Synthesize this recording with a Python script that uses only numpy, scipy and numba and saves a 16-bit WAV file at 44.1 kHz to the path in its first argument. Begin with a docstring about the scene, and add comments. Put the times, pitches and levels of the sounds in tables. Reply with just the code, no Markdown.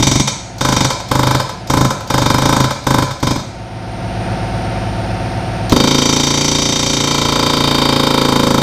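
"""Air hammer in a garage

Close to the microphone an air hammer works a steel part in a bench vise: seven short bursts, then one
long run with the tool upright. Each blow thumps the bench, clanks the vise, rings the steel and vents
a puff of air. A piston compressor chugs across the room; the automatic gain control pushes it down
while the hammer runs and lets it swell in the pause."""
import sys
import numpy as np
from scipy import signal
from scipy.fft import rfft, irfft
from scipy.io import wavfile
from scipy.ndimage import uniform_filter1d
from numba import njit

SR = 44100
rng = np.random.default_rng(int(sys.argv[2]) if len(sys.argv) > 2 else 0)


def write(x):
    x = np.atleast_2d(x).T
    wavfile.write(sys.argv[1], SR, np.round(np.clip(x, -1, 1) * 32767).astype(np.int16))


N = 380141
BLOW_S = .035  # nominal length of one blow
UPRIGHT_FROM_S = 5  # the tool is held flat until then

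# short bursts: first_s, last_s, blows, midway_lag_s, swell_db, clank_db, thump_db, ring_db, sizzle_db
BURSTS = [(0.026, 0.198, 5, .002, 0.5, -20.5, -10.5, -16.5, -16),
          (0.609, 0.846, 7, -0.0045, 1.5, -19, -18, -21.5, -24.5),
          (1.113, 1.347, 7, -0.00023, 3, -17.5, -16, -24, -31),
          (1.699, 1.847, 5, -0.002, 3, -17, -14, -25, -29),
          (2.101, 2.640, 15, .011, 6.5, -15, -14, -19.5, -25.5),
          (2.867, 3.022, 5, -.003, -2.5, -15, -11, -20.5, -25),
          (3.228, 3.308, 3, 0.0013, -3, -18.5, -12.5, -21.5, -27.5)]
# piston speed in the long run: time_s, rate_hz
RUN_RATE = [(5.722, 23.94), (5.85, 27.98), (6.0, 27.47), (6.3, 28.4), (6.75, 28.87), (7.1, 28.23),
            (7.5, 28.36), (7.9, 27.9), (8.3, 27.56), (8.62, 26.88)]


def undb(db):
    """Decibels to gain."""
    return 10 ** (np.asarray(db) / 20)


def level(x, db):
    """Set the rms level."""
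    return x * undb(db) / np.sqrt(np.mean(x ** 2))


def unit(h):
    """Scale a response to unit energy."""
    return h / np.sqrt(np.sum(h ** 2))


def seconds(length):
    """Time axis of a given length."""
    return np.arange(int(length * SR)) / SR


def through(x, h):
    """Pass a sound through a response."""
    return signal.oaconvolve(x, h)[:N]


def causal(gain):
    """Minimum-phase response with the given spectral shape, from the cepstrum."""
    cepstrum = irfft(np.log(gain))
    cepstrum[1:len(gain) - 1] *= 2
    cepstrum[len(gain):] = 0
    return unit(irfft(np.exp(rfft(cepstrum))))


def colour(points, size=4096):
    """Response shaped by points of frequency_hz, level_db."""
    hz, db = np.transpose(points)
    bins_hz = np.maximum(np.fft.rfftfreq(size, 1 / SR), 1)
    return causal(undb(np.interp(np.log(bins_hz), np.log(hz), db)))


def pulses(times, db):
    """Impulses whose energy, spread over one blow, has the given level."""
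    x = np.zeros(N)
    starts = np.clip(np.round(times * SR).astype(int), 0, N - 1)
    np.add.at(x, starts, undb(db) * np.sqrt(BLOW_S * SR))
    return x


def puffs(hits, rise_s, fall_s):
    """A fresh burst of turbulence after each impulse."""
    t = seconds(.2)
    shape = unit((1 - np.exp(-t / rise_s)) * np.exp(-t / fall_s))
    return np.sqrt(np.abs(through(hits ** 2, shape ** 2))) * rng.standard_normal(N)


def ring(times, db, modes, scatter_db, detune, seats=4):
    """Each blow excites its own mix of modes; the chisel seats in a few ways, each detuning them."""
    hz, t60, flat_db, upright_db = np.transpose(modes)[:, :, None]
    t = seconds(.6)
    sines = np.array([np.sin(2 * np.pi * hz * (1 + detune * pull) * t)
                      for pull in np.linspace(-1, 1, seats)])
    shapes = sines * undb(-60 * t / t60)
    shapes /= np.sqrt(np.sum(shapes ** 2, axis=2, keepdims=True))
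    uneven_db = scatter_db * rng.standard_normal((len(hz), len(times)))
    seating = rng.integers(0, seats, (len(times), len(hz)))
    gains = undb(db + np.where(times < UPRIGHT_FROM_S, flat_db, upright_db) + uneven_db).T
    x = np.zeros(N + len(t))
    for start, gain, seat in zip(np.clip(times * SR, 0, N).astype(int), gains, seating):
        x[start:start + len(t)] += gain @ shapes[seat, np.arange(len(hz))]
    return x[:N] * np.sqrt(BLOW_S * SR)


def reflections(envelope):
    """Dense echoes under an envelope."""
    return unit(envelope * rng.standard_normal(len(envelope)))


def garage(x, direct_db, tail_db, t60, rise_s, near_s, dull_hz=8500, even_hz=60, size=65536):
    """The microphone hears the direct sound, echoes off bench, wall and shelves, then a duller tail."""
    t = seconds(.8)
    near = reflections((1 - np.exp(-t / rise_s)) * np.exp(-t / near_s))
    tail = reflections((1 - np.exp(-t / .015)) * undb(-60 * t / t60))
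    room = near + undb(tail_db) * signal.sosfilt(signal.butter(2, dull_hz, fs=SR, output="sos"), tail)
    room[0] += undb(direct_db)
    # even out the random echoes so no band wider than even_hz stands out
    spectrum = rfft(room, size)
    power = uniform_filter1d(np.abs(spectrum) ** 2, int(even_hz * size / SR) + 1)
    evened = irfft(spectrum * rfft(causal(power ** -.5)))
    return through(x, unit(evened[:len(t)]))


def compressor(stroke_hz=18.09, pump_db=-24, air_db=-26, tones_db=-2, throb=.022):
    """Even piston strokes knock from the far side of the room; intake air rushes and a leak hisses."""
    # spectra of the knock and of the air: frequency_hz, level_db
    knock_colour = [(25, 0), (50, -2), (80, -10), (115, 5.5), (160, 5.5), (250, -7.5), (300, -1.5),
                    (400, -9.5), (550, -1), (615, -8.5), (680, -1), (930, -9.5), (1080, -17.5),
                    (1340, -8.5), (2500, -25.5), (6000, -70)]
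    air_colour = [(25, -7), (60, 7.5), (120, 2), (200, 2.5), (400, -15.5), (750, -1.5), (1100, -12),
                  (2500, -11.5), (3200, -16), (5500, -18.5), (7800, -36.5), (8500, -32), (8900, -18.5),
                  (9500, -29.5), (10500, -38), (15000, -46.5)]
    # harmonics of the stroke rate: multiple, level_db
    pump_tones = [(3, -26.5), (6, -25), (7, -41), (10, -33), (11, -33.5), (14, -35.5), (18, -30.5),
                  (20, -34), (36, -39), (38, -32), (41, -33), (44, -38.5), (50, -34.5), (51, -40)]
    # motor hum: pitch_hz, level_db
    motor_tones = [(100, -35), (116, -32)]
    t = np.arange(N) / SR
    times = np.arange(0, N / SR, 1 / stroke_hz)
    jitter, uneven_db = rng.standard_normal((2, len(times)))
    strokes = through(pulses(times + .0001 * jitter, uneven_db), colour(knock_colour))
    knock = garage(strokes, direct_db=-9.5, tail_db=2, t60=.51, rise_s=.0052, near_s=.04, even_hz=25.6)
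    turn = 2 * np.pi * stroke_hz * t
    tones = sum(undb(db) * np.sqrt(2) * np.sin(k * turn + rng.uniform(0, 2 * np.pi))
                for k, db in pump_tones)
    motor = sum(undb(db) * np.sqrt(2) * np.sin(2 * np.pi * hz * t) for hz, db in motor_tones)
    air = through(rng.standard_normal(N) * (1 + throb * np.sin(turn)), colour(air_colour))
    return level(knock, pump_db) + undb(tones_db) * tones + motor + level(air, air_db)


def trigger(lead_s=.0275, level_db=-20.5):
    """The trigger valve spits air just before the piston starts."""
    times = np.array([row[0] for row in BURSTS + RUN_RATE[:1]]) - lead_s
    air = puffs(pulses(times[times > 0], level_db), rise_s=.0037, fall_s=.0042)
    spit = through(air, colour([(1500, -19), (4500, 0), (6500, -2), (9000, -21), (15000, -23)]))
    return garage(spit, direct_db=19.5, tail_db=27, t60=.65, rise_s=.003, near_s=.0084)


def stray_blows():
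    """An opening knock with the hammer already running, then lone blows after the bursts."""
    # levels relative to the burst: start_s, strike_db, thump_db
    strays = [(0.0, -10.5, -5), (0.275, 0, -22), (0.903, -1, -12), (0.999, -13, -29), (1.398, 0, -27),
              (1.491, -8.5, -24), (1.904, -0.5, -12), (2.004, -13, -28), (2.706, -1.5, -8),
              (3.108, -8.5, -25), (3.358, -9, -5.5), (3.394, -16, -19)]
    rows = []
    for start_s, strike_db, thump_db in strays:
        burst = max((b for b in BURSTS if b[0] < start_s), default=BURSTS[0])
        rows.append((start_s, *np.add(burst[-4:], [strike_db, thump_db, strike_db, strike_db])))
    return np.array(rows)


def burst_blows(scatter_db=1.43, thump_start_db=-4.5, build_s=.041):
    """Near-even piston strokes that drag or hurry midway while the recoil builds."""
    rows = []
    for first_s, last_s, count, lag_s, swell_db, *parts_db in BURSTS:
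        progress = np.linspace(0, 1, count)
        times = first_s + (last_s - first_s) * progress + lag_s * np.sin(np.pi * progress) ** 4
        uneven_db = scatter_db * rng.standard_normal((count, 4)).T
        levels_db = np.array(parts_db)[:, None] + swell_db * (progress - .5) + uneven_db
        clank, thump, ringing, sizzle = levels_db
        thump += thump_start_db * np.exp((first_s - times) / build_s)
        rows.append(np.c_[times, clank, thump, ringing, sizzle])
    return np.vstack(rows)


def run_blows(bite_s=.06, jitter_s=.00004, scatter_db=.26):
    """The free-running piston strikes once a cycle; the treble comes up as the chisel bites."""
    # balance through the long run: time_s, clank_db, thump_db, ring_db, sizzle_db
    run_levels = [(5.85, -17.5, -14.5, -16, -20), (6.1, -18.5, -14.5, -16.5, -16),
                  (6.45, -23, -17, -18, -17.5), (6.9, -25.5, -21, -21.5, -20),
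                  (7.25, -21.5, -22, -22.5, -27), (7.6, -19.5, -19.5, -21, -30),
                  (8.0, -16, -16.2, -18.5, -32.5), (8.25, -14.5, -14.5, -18, -28),
                  (8.55, -12, -11, -19, -24.5)]
    rate_s, rate_hz = np.transpose(RUN_RATE)
    t = np.arange(rate_s[0], N / SR, 1 / SR)
    cycles = np.cumsum(np.interp(t, rate_s, rate_hz)) / SR
    times = np.interp(np.arange(int(cycles[-1]) + 1), cycles, t)
    level_s, *columns = np.transpose(run_levels)
    parts_db = np.transpose([np.interp(times, level_s, column) for column in columns])
    slack = np.exp((times[0] - times) / bite_s)
    parts_db += np.outer(slack, [-4.5, 0, -11.5, -11.5])  # all but the thump start weak
    times += jitter_s * rng.standard_normal(len(times))
    return np.c_[times, parts_db + scatter_db * rng.standard_normal(parts_db.shape)]


def whistle(times, ring_db, sizzle_db, lag_s=.0022, glide_s=.0049, length_s=.017, scatter=.0114):
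    """The piston uncovers the exhaust port and the jet chirps upward."""
    # port chirp, tool flat and then upright: start_hz, end_hz, level_db
    chirps = [(4990, 5900, -6), (4040, 4800, -6)]
    t = seconds(length_s)
    shape = unit(np.sin(np.pi * t / length_s)) * np.sqrt(2 * BLOW_S * SR)
    blow_db = np.where(times < UPRIGHT_FROM_S, sizzle_db, ring_db) - 3.5
    jet = np.zeros(N + SR)
    for start_s, db in zip(times, blow_db):
        start_hz, end_hz, port_db = chirps[int(start_s >= UPRIGHT_FROM_S)]
        pull, phase = rng.standard_normal(2)
        hz = (end_hz + (start_hz - end_hz) * np.exp(-t / glide_s)) * (1 + scatter * pull)
        chirp = shape * np.sin(2 * np.pi * (np.cumsum(hz) / SR + phase))
        start = int((start_s + lag_s) * SR)
        jet[start:start + len(t)] += undb(db + port_db) * chirp
    return garage(jet[:N], direct_db=6.5, tail_db=-4, t60=.32, rise_s=.0038, near_s=.021)


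def bench(times, db, lag_s=.00076, dead_db=-3):
    """The piston's recoil thumps tool and bench."""
    # modes of bench and tool body: pitch_hz, t60_s, flat_db, upright_db
    modes = [(100.7, 0.8, -13, -30), (131.4, 0.37, -1.5, -44), (140.6, 0.29, -4.5, -3.5),
             (192.2, 0.18, -7, -8.5), (216, 0.43, -12, -17), (249.4, 0.15, -8.5, -4),
             (284.6, 0.06, -7.5, -4.5), (361, 0.046, -26, -8)]
    # dead part of the thump: frequency_hz, level_db
    thump_colour = [(25, -52), (55, -21), (90, -2), (140, -2), (280, 8), (420, -11.5), (600, -3.5),
                    (1000, -15.5), (3000, -34.5)]
    body = ring(times + lag_s, db, modes, scatter_db=.64, detune=.012)
    thump = body + through(pulses(times + lag_s, db + dead_db), colour(thump_colour))
    return garage(thump, direct_db=-2.5, tail_db=-9, t60=.54, rise_s=.0062, near_s=.0093, even_hz=8.7)


def vise(times, db, lag_s=.0035, touch_db=-10.5, dead_db=-3, rattle_db=-12.5, body_db=-3):
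    """The chisel touches, then drives the part into the jaws, where it clanks and rattles."""
    # modes of the vise: pitch_hz, t60_s, flat_db, upright_db
    modes = [(498.5, 0.15, -46, -4.5), (538.6, 0.086, -3.5, 0.5), (583.7, 0.063, -3.5, -8),
             (878.5, 0.11, -9, -10), (920, 0.076, -11.5, -12.5), (1016.3, 0.052, -3.5, -5.5),
             (1109, 0.1, -13, -10), (1294, 0.032, -7.5, -8.5), (1520, 0.074, -11.5, -47)]
    # dead part of the clank: frequency_hz, level_db
    clank_colour = [(250, -33.5), (500, 1.5), (700, 2), (950, 10), (1200, -0.5), (1450, 1), (1800, -14.5),
                    (3000, -23.5), (8000, -10.5), (10000, -20), (11400, -27.5), (12700, -14), (15500, -32)]
    touch = puffs(pulses(times, db + touch_db), rise_s=.0014, fall_s=.0024)
    hits = pulses(times + lag_s, db)
    rattle = undb(rattle_db) * puffs(hits, rise_s=.00048, fall_s=.0072)
    body = ring(times + lag_s, db + body_db, modes, scatter_db=.5, detune=.0025)
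    clank = body + through(touch + undb(dead_db) * hits + rattle, colour(clank_colour))
    return garage(clank, direct_db=-3.5, tail_db=-5, t60=.44, rise_s=.00059, near_s=.011, even_hz=28)


def steel(times, ring_db, sizzle_db, lag_s=.001477, sizzle_from_hz=5400,
          modes_db=-4, crack_db=-5, rasp_db=-6, pop_db=-9, air_db=-5):
    """Each blow cracks, rasps and rings the steel; exhaust air sizzles over the highest modes."""
    # modes of part and chisel: pitch_hz, t60_s, flat_db, upright_db
    modes = [(1997, 0.038, -23, -18), (2163, 0.19, -12.5, -18), (2351, 0.11, -9.5, -9.5),
             (3174, 0.029, -11.5, -4), (3696, 0.045, -2, .5), (3750, 0.12, -25, -13),
             (4470, 0.082, -13, -11), (4674, 0.21, -12, -6.5), (4760, 0.37, -25, -23),
             (5132, 0.33, -8, -12.5), (5520, 0.077, -10, -4), (5750, 0.12, -6, -13.5),
             (5890, 0.1, -12, -12), (5932, 0.095, -32.5, -5), (6600, 0.13, -12, -29),
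             (6580, 0.27, -9.5, -13), (6830, .3, -16, -31), (7700, 0.062, -28, -32),
             (7500, 0.089, -22, -24), (8060, 0.45, -15, -37), (8410, 0.43, -15, -21)]
    # spectra of the contact and of the exhaust: frequency_hz, level_db
    contact_colour = [(1200, -30.5), (2100, 6), (2400, 8), (2700, -5), (3200, 6.5), (4000, 7.5),
                      (5000, 5.5), (6000, -13), (9000, -35)]
    exhaust_colour = [(3000, -19), (5000, -3.5), (6000, 11), (6900, 0), (7800, 4.5), (8800, -24),
                      (10800, -6.5), (11500, -30), (15500, -41)]
    high = np.array(modes)[:, :1] >= sizzle_from_hz
    drive_db = np.where(high, sizzle_db, ring_db) + modes_db
    tones = ring(times, drive_db, modes, scatter_db=1.5, detune=.0018)
    cracks = pulses(times + lag_s, ring_db + crack_db)
    rasp = undb(rasp_db) * puffs(cracks, rise_s=.0016, fall_s=.0034)
    contact = through(cracks + rasp, colour(contact_colour))
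    pops = pulses(times, sizzle_db)
    air = undb(air_db) * puffs(pops, rise_s=.0018, fall_s=.0037)
    exhaust = through(undb(pop_db) * pops + air, colour(exhaust_colour))
    ringing = garage(tones, direct_db=-1.5, tail_db=-8.5, t60=.67, rise_s=.0023, near_s=.013, even_hz=68)
    return ringing + garage(contact + exhaust, direct_db=-11, tail_db=-2, t60=.58,
                            rise_s=.0014, near_s=.0081, even_hz=407)


def scene(hammer_db=12):
    """One microphone near the bench, the compressor behind."""
    blows = np.vstack([burst_blows(), stray_blows(), run_blows()])
    times, clank_db, thump_db, ring_db, sizzle_db = blows.T
    hammer = bench(times, thump_db - 2) + vise(times, clank_db - 2)
    hammer += steel(times, ring_db, sizzle_db) + whistle(times, ring_db, sizzle_db)
    return (undb(hammer_db) * hammer + trigger() + compressor())[None]


@njit
def follow(x, held, attack, release):
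    """Envelope that rises fast and sinks slowly."""
    envelope = np.empty(len(x))
    for i in range(len(x)):
        held += (x[i] - held) * (attack if x[i] > held else release)
        envelope[i] = held
    return envelope


def record(dry, knee_db=-10, ratio=5.28, attack_s=.013, release_s=.43, start_db=3,
           low_hz=28, top_hz=15300):
    """Gain control ducks under the hammer, peaks that slip past clip, and deep bass and top are cut."""
    envelope = follow(np.abs(dry[0]), float(undb(start_db)), 1 / (attack_s * SR), 1 / (release_s * SR))
    ducked = dry * np.minimum(undb(knee_db) / envelope, 1) ** (1 - 1 / ratio)
    low_cut = signal.sosfilt(signal.butter(2, low_hz, "high", fs=SR, output="sos"), ducked)
    clipped = low_cut / (1 + low_cut ** 10) ** (1 / 10)
    return signal.sosfilt(signal.ellip(10, .2, 70, top_hz, fs=SR, output="sos"), clipped)


dry = scene()
out = record(dry)
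write(out)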